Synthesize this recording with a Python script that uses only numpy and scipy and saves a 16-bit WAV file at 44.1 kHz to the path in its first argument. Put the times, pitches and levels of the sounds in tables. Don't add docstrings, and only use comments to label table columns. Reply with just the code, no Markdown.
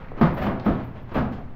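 import sys
import numpy as np
from scipy import signal
from scipy.fft import rfft, irfft
from scipy.io import wavfile

SR = 44100
rng = np.random.default_rng(int(sys.argv[2]) if len(sys.argv) > 2 else 0)


def int16_out(signal):
    q = np.round(np.clip(np.atleast_2d(signal).T, -1, 1) * 32767)
    wavfile.write(sys.argv[1], SR, q.astype(np.int16))


N = 68355
T = np.arange(N) / SR
TOP_HZ = 15850


def undb(db):
    return 10 ** (np.asarray(db) / 20)


def unit(x):
    return x / np.sqrt(np.mean(x ** 2))


def at_hz(hz, points):
    freqs, values = np.array(points, float).T
    return np.interp(np.log(np.maximum(hz, 1)), np.log(freqs), values)


def colour(x, spectrum, tilt_db_oct=0, size=4096):
    hz = np.maximum(np.arange(size // 2 + 1) * SR / size, 1)
    octaves = np.log2(np.clip(hz, 200, 6000) / 1000)
    cepstrum = irfft(np.log(undb(at_hz(hz, spectrum) + tilt_db_oct * octaves)))
    cepstrum[1:size // 2] *= 2
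    cepstrum[size // 2 + 1:] = 0
    response = irfft(np.exp(rfft(cepstrum)))
    return signal.fftconvolve(x, response / np.linalg.norm(response))[:N]


def band(x, lo_hz, hi_hz, order=2):
    return signal.sosfilt(signal.butter(order, [lo_hz, hi_hz], "band", fs=SR, output="sos"), x)


def blow(start_s, rise_s, fade_s):
    age = np.maximum(T - start_s, 0)
    return (1 - np.exp(-age / rise_s)) * np.exp(-age / fade_s)


def swell(peak_s, rise_s, fade_s):
    return np.exp(-(np.minimum(T - peak_s, 0) / rise_s) ** 2 - np.maximum(T - peak_s, 0) / fade_s)


def ring(start_s, hz, rise_s, fade_s):
    return blow(start_s, rise_s, fade_s) * np.sin(2 * np.pi * hz * (T - start_s))


# (frequency [Hz], relative level [dB])
RUMBLE_SPECTRUM = [(20, 10), (60, -8), (120, -5), (250, -22), (400, -16), (1000, -21.5), (2000, -30),
                   (3500, -42.5), (6000, -56.5), (10000, -72)]
# (frequency [Hz], level [dB])
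RUMBLE_BANDS = [(86, -50.5), (122, -46.5), (205, -53), (252, -52.5)]


def rumble(edge_ratio=1.1, broadband_db=-37.5):
    drone = np.zeros(N)
    for hz, db in RUMBLE_BANDS:
        drone += undb(db) * unit(band(rng.standard_normal(N), hz / edge_ratio, hz * edge_ratio))
    return drone + undb(broadband_db) * colour(rng.standard_normal(N), RUMBLE_SPECTRUM)


# (delay [s], relative level [dB])
WALL_ECHOES = [(.0092, -17.5), (0.0205, -13.5), (0.0283, -14.5), (0.04, -10.5)]
# (frequency [Hz], T60 [s])
TAIL_T60 = [(100, 0.9), (250, 0.61), (600, 0.47), (1500, 0.57), (3500, 0.41), (9000, 0.33)]


def passage(x, tail_db=-2.5, walls_db=0):
    log_hz = np.log(np.arange(N // 2 + 1) * SR / N + 1)
    centres_hz = np.geomspace(60, 15000, 9)
    noise_spectrum = rfft(rng.standard_normal(N))
    response = np.zeros(N)
    for hz, weights in zip(centres_hz, np.eye(len(centres_hz))):
        noise_band = irfft(noise_spectrum * np.interp(log_hz, np.log(centres_hz), weights), N)
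        response += noise_band * blow(0, rise_s=0.0049, fade_s=at_hz(hz, TAIL_T60) / np.log(1000))
    response *= undb(tail_db) / np.linalg.norm(response)
    response[0] += 1
    for delay_s, db in WALL_ECHOES:
        response[int(delay_s * SR)] += undb(db + walls_db)
    return signal.fftconvolve(x, response / np.linalg.norm(response))[:N]


def grains(rate_per_s=3000, spread_db=3):
    hits = rng.random(N) < rate_per_s / SR
    signs = rng.choice([-1, 1], N)
    sizes = undb(spread_db * np.clip(rng.standard_normal(N), -2, 2))
    return unit(hits * signs * sizes)


# (frequency [Hz], relative level [dB])
GRIT_SPECTRUM = [(60, -6.5), (200, 3.5), (380, -2.5), (600, 1), (1100, -5), (2000, -14.5), (3200, -24),
                 (5000, -39), (8000, -55.5), (11000, -78)]
# (peak time [s], rise [s], fade [s], level [dB], tilt [dB/oct])
SOLE_RUBS = [(0.005, .02, 0.048, -40, 1), (0.182, 0.02, 0.08, -33.5, 0), (0.218, 0.0053, 0.044, -22.5, 1),
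             (0.384, 0.017, .018, -24.5, 0.5), (0.43, .016, 0.026, -25, 2), (0.462, 0.028, 0.09, -26.5, -2),
             (0.668, .02, 0.058, -28, 1), (0.806, 0.037, 0.028, -39, 1.5), (0.978, 0.038, 0.023, -44.5, 2),
             (1.11, .03, 0.017, -44, 2.5), (1.149, 0.0053, 0.046, -28.5, 2.5),
             (1.175, 0.028, 0.019, -22, -1.5), (1.235, 0.025, 0.056, -30, -5.5),
             (1.335, 0.017, 0.01, -46.5, 8), (1.39, 0.038, 0.015, -39.5, -1.5)]


def scuffs(spot_count=5):
    spots = np.zeros((spot_count, N))
    for k, (peak_s, rise_s, fade_s, db, tilt_db_oct) in enumerate(SOLE_RUBS):
        crunch = undb(db) * grains() * swell(peak_s, rise_s, fade_s)
        spots[k % spot_count] += colour(crunch, GRIT_SPECTRUM, tilt_db_oct)
    return sum(passage(spot) for spot in spots)


# (time [s], relative level [dB], pitch [Hz])
STONE_CLICKS = [(0.045, -40, 1530), (0.085, -45, 2200), (0.118, -30.5, 627), (0.598, -42.5, 3230),
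                (0.802, -53, 2850)]


def stones():
    clicks = np.zeros(N)
    for start_s, db, hz in STONE_CLICKS:
        noise = unit(band(rng.standard_normal(N), hz / 2, hz * np.sqrt(2), order=4))
        clicks += 2 * undb(db) * blow(start_s, rise_s=0.00033, fade_s=0.0023) * noise
    return passage(clicks, tail_db=-1, walls_db=-8.5)


# (frequency [Hz], relative level [dB])
KNOCK_SPECTRUM = [(100, -3), (300, 4), (550, 1), (850, -3), (1250, -3.5), (2000, -20), (3200, -26.5),
                  (5000, -40.5), (9000, -70)]
# (frequency [Hz], relative level [dB], T60 [s])
PASSAGE_MODES = [(57, -5, 0.6), (87.8, 0, 0.55), (121.1, 1, 1.0), (134.1, 4.5, 0.48), (167, -11, 0.17),
                 (187.2, -11, 1), (210.9, -1, 0.76), (253.5, 0.5, 0.79), (282, -4.5, 0.65)]
# (time [s], thud [dB], thud pitch [Hz], boom [dB],
# knock [dB], knock rise [s], knock tilt [dB/oct], passage ring [dB])
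BOOT_CONTACTS = [(0.2115, -10, 228, -23, -17, 0.00071, 0, -38),
                 (0.229, -11, 160.4, -37, -22, 0.0004, 2, -35.5),
                 (0.265, -20, 176.9, -23.5, -25, 0.0014, -2.5, -34),
                 (0.408, -34, 126.8, -25.5, -35.5, 0.0011, -8, -38.5),
                 (0.465, -21, 199.4, -42.5, -22, .0012, .5, -33),
                 (0.661, -13.5, 206, -47.5, -11.5, 0.0076, -3, -36.5),
                 (0.678, -16.5, 264.4, -37.5, -19, .003, -2.5, -38),
                 (0.701, -20, 170, -23, -37.5, 0.0023, -3.5, -35),
                 (1.116, -44, 248, -44, -27, 0.0057, 0.5, -59),
                 (1.151, -23.5, 242.6, -28, -23, 0.0028, 0.5, -30),
                 (1.178, -32, 124.4, -20.5, -23, 0.0026, 0.5, -29)]


def footfalls(spot_count=3, boom_hz=62.6):
    thuds, ringing = np.zeros((2, N))
    spots = np.zeros((spot_count, N))
    for k, contact in enumerate(BOOT_CONTACTS):
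        start_s, thud_db, thud_hz, boom_db, knock_db, knock_rise_s, tilt_db_oct, ring_db = contact
        thuds += 2 * undb(thud_db) * ring(start_s, thud_hz, rise_s=0.0066, fade_s=0.022)
        thuds += 2 * undb(boom_db) * ring(start_s, boom_hz, rise_s=0.0058, fade_s=0.021)
        knock = 2 * undb(knock_db) * blow(start_s, knock_rise_s, fade_s=0.01) * rng.standard_normal(N)
        spots[k % spot_count] += colour(knock, KNOCK_SPECTRUM, tilt_db_oct)
        for mode_hz, mode_db, t60_s in PASSAGE_MODES:
            mode = ring(start_s, mode_hz, rise_s=0.0055, fade_s=t60_s / np.log(1000))
            ringing += undb(ring_db + mode_db) * mode
    return passage(thuds, tail_db=-9, walls_db=-11) + sum(passage(spot) for spot in spots) + ringing


# (peak time [s], fade [s], left level [dB])
SIZZLE_SWELLS = [(0.218, 0.041, -54.5), (0.348, 0.027, -58), (0.389, .02, -57.5), (0.431, 0.041, -52),
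                 (0.661, 0.051, -58.5), (0.85, .02, -64.5), (1.035, 0.0066, -75), (1.149, .045, -56.5),
                 (1.325, 0.021, -71)]


def sizzle(lo_hz=11850, rise_s=0.012, floor_db=-79.5, right_db=-29):
    hiss = colour(rng.standard_normal(N), [(lo_hz, 0), (TOP_HZ, -5)])
    hiss = unit(band(hiss, lo_hz, TOP_HZ, order=10))
    swells = sum(undb(db) * swell(peak_s, rise_s, fade_s) for peak_s, fade_s, db in SIZZLE_SWELLS)
    pan = np.array([[1], [undb(right_db)]])
    return hiss * (undb(floor_db) + swells) * pan


def scene():
    return rumble() + scuffs() + stones() + footfalls() + sizzle()


# (frequency [Hz], relative level [dB])
SIDE_SPECTRUM = [(200, -40.5), (1000, -11.5), (4000, 7.5), (8000, 6.5), (12000, 2.5)]


def record(dry, side_db=-22.5, smear_samples=2048):
    smear = rng.standard_normal(smear_samples) * np.linspace(1, 0, smear_samples) ** 2
    smeared_mid = signal.fftconvolve(dry.mean(axis=0), smear / np.linalg.norm(smear))[:N]
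    side = undb(side_db) * colour(smeared_mid, SIDE_SPECTRUM)
    lowpass = signal.ellip(8, 0.2, 80, TOP_HZ, fs=SR, output="sos")
    return signal.sosfilt(lowpass, dry + side * np.array([[1], [-1]]))


dry = scene()
out = record(dry)
int16_out(out)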